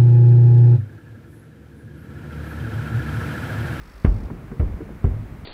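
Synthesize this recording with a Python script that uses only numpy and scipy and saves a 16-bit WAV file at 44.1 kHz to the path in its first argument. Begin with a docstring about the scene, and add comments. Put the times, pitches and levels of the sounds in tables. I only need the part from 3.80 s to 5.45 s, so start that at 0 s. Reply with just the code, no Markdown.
"""An open field at night: three large firework shells boom, with smaller, farther pops between and after.
Each boom is a pressure wave with dull echoes, a bright crack, scattered sound and a rolling tail.
Each pop is a hollow knock with an echo. Reflections make the booms and some pops ring briefly.
Under them lies the even wash of the grounds. At first a small motor, likely a lens focusing,
buzzes faintly as it takes quick little steps."""
import sys
import numpy as np
from scipy import signal
from scipy.fft import rfft, irfft, next_fast_len
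from scipy.io import wavfile
from scipy.ndimage import uniform_filter1d

SR = 44100
rng = np.random.default_rng(int(sys.argv[2]) if len(sys.argv) > 2 else 0)


def waveform_to_disk(signal):
    """Save audio, clipped to [-1, 1], as 16-bit WAV at the path in sys.argv[1]."""
    frames = np.transpose(np.atleast_2d(signal))
    scaled = np.clip(frames, -1, 1) * 32767
    samples = np.round(scaled).astype(np.int16)
    wavfile.write(sys.argv[1], SR, samples)


N = 72765
T = np.arange(N) / SR

# Tone of the grounds and microphone hiss: frequency_hz, relative_db
WASH_TONE = [(20, -13.5), (50, 14), (100, -5.5), (200, -4), (400, -11.5), (700, -17), (1300, -14),
             (2200, -19), (3000, -28.5), (4200, -33), (7000, -38), (15500, -38.5)]
# When the motor runs: first_step_s, last_step_s, level_db
MOTOR_STEP_RUNS = [(0.0167, .408, -56.5), (0.438, .461, -55.5)]
# Tone of the motor's rasp: frequency_hz, relative_db
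RASP_TONE = [(1500, -1.5), (3000, -6.5), (4100, -6.5), (4500, -4.5), (5500, -4.5), (6800, -14), (7900, -21),
             (8800, -19), (10300, -15), (13000, -21), (15500, -27)]
# Notes of the motor's housing: pitch_hz, level_db
HOUSING_NOTES = [(3680, -73), (4510, -66), (5000, -69), (5420, -66.5), (6800, -80), (7790, -71)]
# Large shells: time_s, wave_db, dip_s, push_s, dip_db, rebound_db, front_rise_s, echo_db, crack_db,
# scatter_db, tail_db. The levels after wave_db turn single parts up or down.
BIG_SHELLS = [(0.25, -3.5, .0040, 0.0054, -1.5, -15, 0.00043, -3.5, 4.5, 0, 2),
              (.8000, -5.5, 0.0046, 0.0059, -9, -8, 0.0015, -1, -7, -2.5, -1.5),
              (1.2466, -3, 0.0045, 0.005, -4.5, -6, 0.002, -2, -6.5, -3.5, -2.5)]
# Echoes off large surfaces nearby: delay_s, relative_db, dull_above_hz
NEARBY_ECHOES = [(.0130, -3.5, 130), (.0258, 4.5, 70.5), (.0432, 8.5, 38.1), (.0650, 2.5, 43),
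                 (.0770, -12, 300), (.0980, -15, 250), (.1180, -14.5, 179), (.1420, -3.5, 51.3),
                 (.1610, -12.5, 70)]
# Tone of the crack, the bright spray at the wave's front: frequency_hz, relative_db
CRACK_TONE = [(100, -9), (400, 2), (750, 8.5), (1050, 6.5), (1800, 5), (2500, -3), (3400, -14), (4500, -34),
              (8000, -34.5), (16000, -35)]
# Tone of sound scattered off the ground and things on it: frequency_hz, relative_db
SCATTER_TONE = [(40, 5.5), (120, -2.5), (230, -1.5), (400, -4), (650, -17.5), (1200, -22), (2200, -39.5),
                (4000, -65), (16000, -80)]
# Tone of the rolling tail: frequency_hz, relative_db
TAIL_TONE = [(20, -6.5), (48, 8.5), (75, 4), (115, -1.5), (200, -5.5), (400, -17), (800, -22), (1800, -35),
             (3500, -47), (16000, -85)]
# How long the tail lasts: frequency_hz, fade_s (a fade time is the time to drop by 60 dB)
TAIL_FADES = [(40, 0.66), (120, 3.32), (400, 3.8), (1500, 0.83), (6000, 0.85)]
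# Hollow notes in the booms and pops: start_s, pitch_hz, level_db, rise_s, fade_s
HOLLOW_NOTES = [(0.267, 44.7, -12, 0.018, .4), (0.301, 104.2, -25, 0.057, .2),
                (.25, 238.4, -34, 0.0056, 0.1), (.715, 384.5, -34.5, 0.0051, 0.19),
                (.715, 458.4, -36.5, .008, 0.21), (0.802, 197, -30.5, 0.0019, 0.26),
                (.80, 453, -30, 0.0071, 0.093), (.80, 602, -36, 0.001, 0.18),
                (1.005, 449, -34.5, 0.0073, 0.14), (1.241, 235.7, -19, 0.0032, 0.19),
                (1.242, 387, -23, 0.0019, 0.2), (1.243, 711, -31, 0.0012, 0.038),
                (1.242, 1140, -29.5, .001, .02), (1.31, 110, -26.5, 0.038, 0.72)]
# Far pops: start_s, level_db, pitch_hz, rise_s, snap_offset_db, smear_offset_db, smear_fade_s
FAR_POPS = [(0.5009, -25, 223, 0.0013, -10, -7.5, 0.25), (.7130, -28.5, 164, 0.0054, -14, -2.5, 0.14),
            (1.0038, -24, 321, 0.0052, -20.5, -13, 0.073), (1.0873, -33.5, 261, 0.006, -17, -4, 0.15),
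            (1.509, -41, 227, 0.0021, -25, -17, 0.26), (1.6230, -29, 99, 0.0091, -28, -21, .2)]


def amp(db):
    """Turns decibels into a number to multiply by."""
    return 10 ** (np.asarray(db) / 20)


def look_up(table, hz):
    """Reads between a table's rows, with octaves evenly spaced."""
    row_hz, value = np.transpose(table)
    return np.interp(np.log(hz + 1), np.log(row_hz), value)


def add(mix, start_s, sound):
    """Mixes a sound in at a given time."""
    part = mix[max(round(start_s * SR), 0):][:len(sound)]
    part += sound[:len(part)]


def noise(gain):
    """Noise of average power 1, with its tone set by gain(hz)."""
    size = next_fast_len(N)
    hz = np.fft.rfftfreq(size, 1 / SR)
    random_phases = np.exp(2j * np.pi * rng.random(len(hz)))
    hiss = irfft(gain(hz) * random_phases, size)[:N]
    return hiss / np.sqrt(np.mean(hiss ** 2) + 1e-20)


def shaped_noise(tone):
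    """Noise that follows a tone table."""
    return noise(lambda hz: amp(look_up(tone, hz)))


def noise_band(centre_hz, octaves):
    """Noise that is strongest around one pitch."""
    return noise(lambda hz: np.exp(-.5 * (np.log2((hz + 1) / centre_hz) / octaves) ** 2))


def fade(t, fade_s):
    """Dies away by 60 dB every fade_s seconds."""
    return np.exp(-np.log(1000) * t / fade_s)


def burst(rise_s, fade_s):
    """A loudness shape: a straight rise, then a fade."""
    return np.minimum(T / rise_s, 1) * fade(np.maximum(T - rise_s, 0), fade_s)


def wash():
    """The grounds and the microphone make a soft, steady noise."""
    return amp(-42.5) * shaped_noise(WASH_TONE)


def motor():
    """Each step of the motor is a short, thin rasp that rings its housing."""
    steps_per_s, width_s, lead_s, jitter_s = 48.6, .0034, .0071, .0002
    rasp_level, whine = np.zeros(N), np.zeros(N)
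    notes = sum(amp(db) * np.sin(2 * np.pi * hz * T) for hz, db in HOUSING_NOTES)
    ring = notes * burst(rise_s=.0018, fade_s=.081)
    for first_s, last_s, db in MOTOR_STEP_RUNS:
        for step_s in np.arange(first_s, last_s + .5 / steps_per_s, 1 / steps_per_s):
            rasp_level += amp(db) * np.exp(-.5 * ((T - step_s) / width_s) ** 2)
            add(whine, step_s - lead_s + rng.normal(0, jitter_s), ring)
    return rasp_level * shaped_noise(RASP_TONE) + whine


def pressure_wave(dip_s, push_s, dip_db, rebound_db, front_s, echo_db):
    """Air pressure dips, jumps steeply into a push and rebounds; dull echoes follow."""
    size, air_hz, bass_cut_hz = 16384, 3300, 8.7
    t = T[:size] - dip_s  # zero at the steep front
    progress = np.clip(t / np.where(t < 0, dip_s, push_s), -1, 1)
    wave = np.tanh(t / front_s) * np.cos(np.pi / 2 * progress) * np.where(t < 0, amp(dip_db), 1)
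    wave -= amp(rebound_db) * np.sin(np.pi * np.clip(t / push_s - 1, 0, 1))
    hz = np.fft.rfftfreq(size, 1 / SR)
    echoes = sum(amp(db) * np.exp(-2j * np.pi * hz * delay_s) / (1 + (hz / dull_hz) ** 2)
                 for delay_s, db, dull_hz in NEARBY_ECHOES)
    air = 1 / (1 + (hz / air_hz) ** 6)  # the air soaks up the treble
    bass_cut = 1j * hz / (bass_cut_hz + 1j * hz)
    return irfft(rfft(wave) * (1 + amp(echo_db) * echoes) * air * bass_cut, size)


def click(tone):
    """A sharp click of peak 1 that follows a tone table."""
    hz = abs(np.fft.fftfreq(2048, 1 / SR))
    log_gain = np.log(amp(look_up(tone, hz)))
    spectrum = np.exp(np.conj(signal.hilbert(log_gain)))  # packs the energy at the start
    pulse = np.fft.ifft(spectrum).real
    return pulse / abs(pulse).max()


def tail():
    """Distant reflections swell and die away, each pitch at its own speed."""
    rise_s = .067
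    hz, t, bands = signal.stft(shaped_noise(TAIL_TONE), SR, nperseg=1024, noverlap=768)
    bands *= fade(t, look_up(TAIL_FADES, hz)[:, None])
    rolling = signal.istft(bands, SR, nperseg=1024, noverlap=768)[1][:N]
    return rolling * np.minimum(T / rise_s, 1) ** 2


def shells():
    """Each large shell bursts: a pressure wave, a click in a bright spray, scatter and a tail."""
    click_lag_s = .001117
    out = np.zeros(N)
    for (time_s, wave_db, dip_s, push_s, dip_db, rebound_db, front_s,
         echo_db, crack_db, scatter_db, tail_db) in BIG_SHELLS:
        start_s = time_s - dip_s
        wave = pressure_wave(dip_s, push_s, dip_db, rebound_db, front_s, echo_db)
        spray = shaped_noise(CRACK_TONE) * burst(rise_s=.00071, fade_s=.11)
        scatter = shaped_noise(SCATTER_TONE) * burst(rise_s=.0038, fade_s=.32)
        add(out, start_s, amp(wave_db) * wave)
        add(out, time_s + click_lag_s, amp(crack_db - 24) * click(CRACK_TONE))
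        add(out, start_s, amp(crack_db - 33.5) * spray)
        add(out, start_s, amp(scatter_db - 22) * scatter)
        add(out, time_s, amp(tail_db - 28.5) * tail())
    return out


def hollow_rings():
    """Closely spaced reflections give the booms and some pops short, hollow notes."""
    out = np.zeros(N)
    for start_s, hz, db, rise_s, fade_s in HOLLOW_NOTES:
        add(out, start_s, amp(db) * np.sin(2 * np.pi * hz * T) * burst(rise_s, fade_s))
    return out


def pops():
    """Small far bursts: a hollow knock and its echo, a weak snap and a smear of reflections."""
    echo_s, echo_db = .01342, -1
    out = np.zeros(N)
    for start_s, db, hz, rise_s, snap_db, smear_db, smear_fade_s in FAR_POPS:
        knock = amp(db) * np.sin(2 * np.pi * hz * T) * burst(rise_s, fade_s=.034)
        snap = amp(db + snap_db) * noise_band(centre_hz=880, octaves=.67) * burst(rise_s, fade_s=.047)
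        smear = amp(db + smear_db) * noise_band(hz, octaves=.71) * burst(rise_s, smear_fade_s)
        add(out, start_s, knock + snap + smear)
        add(out, start_s + echo_s, amp(echo_db) * knock)
    return out


def scene():
    """All the sounds meet at one microphone."""
    return (shells() + hollow_rings() + pops() + wash() + motor())[None]


def record(dry):
    """The recorder cuts off the very highest treble."""
    cutoff_hz = 15780
    treble_cut = signal.firwin(701, cutoff_hz, window=("kaiser", 9), fs=SR)
    return signal.oaconvolve(dry, treble_cut[None], "same")


dry = scene()
out = record(dry)
waveform_to_disk(out)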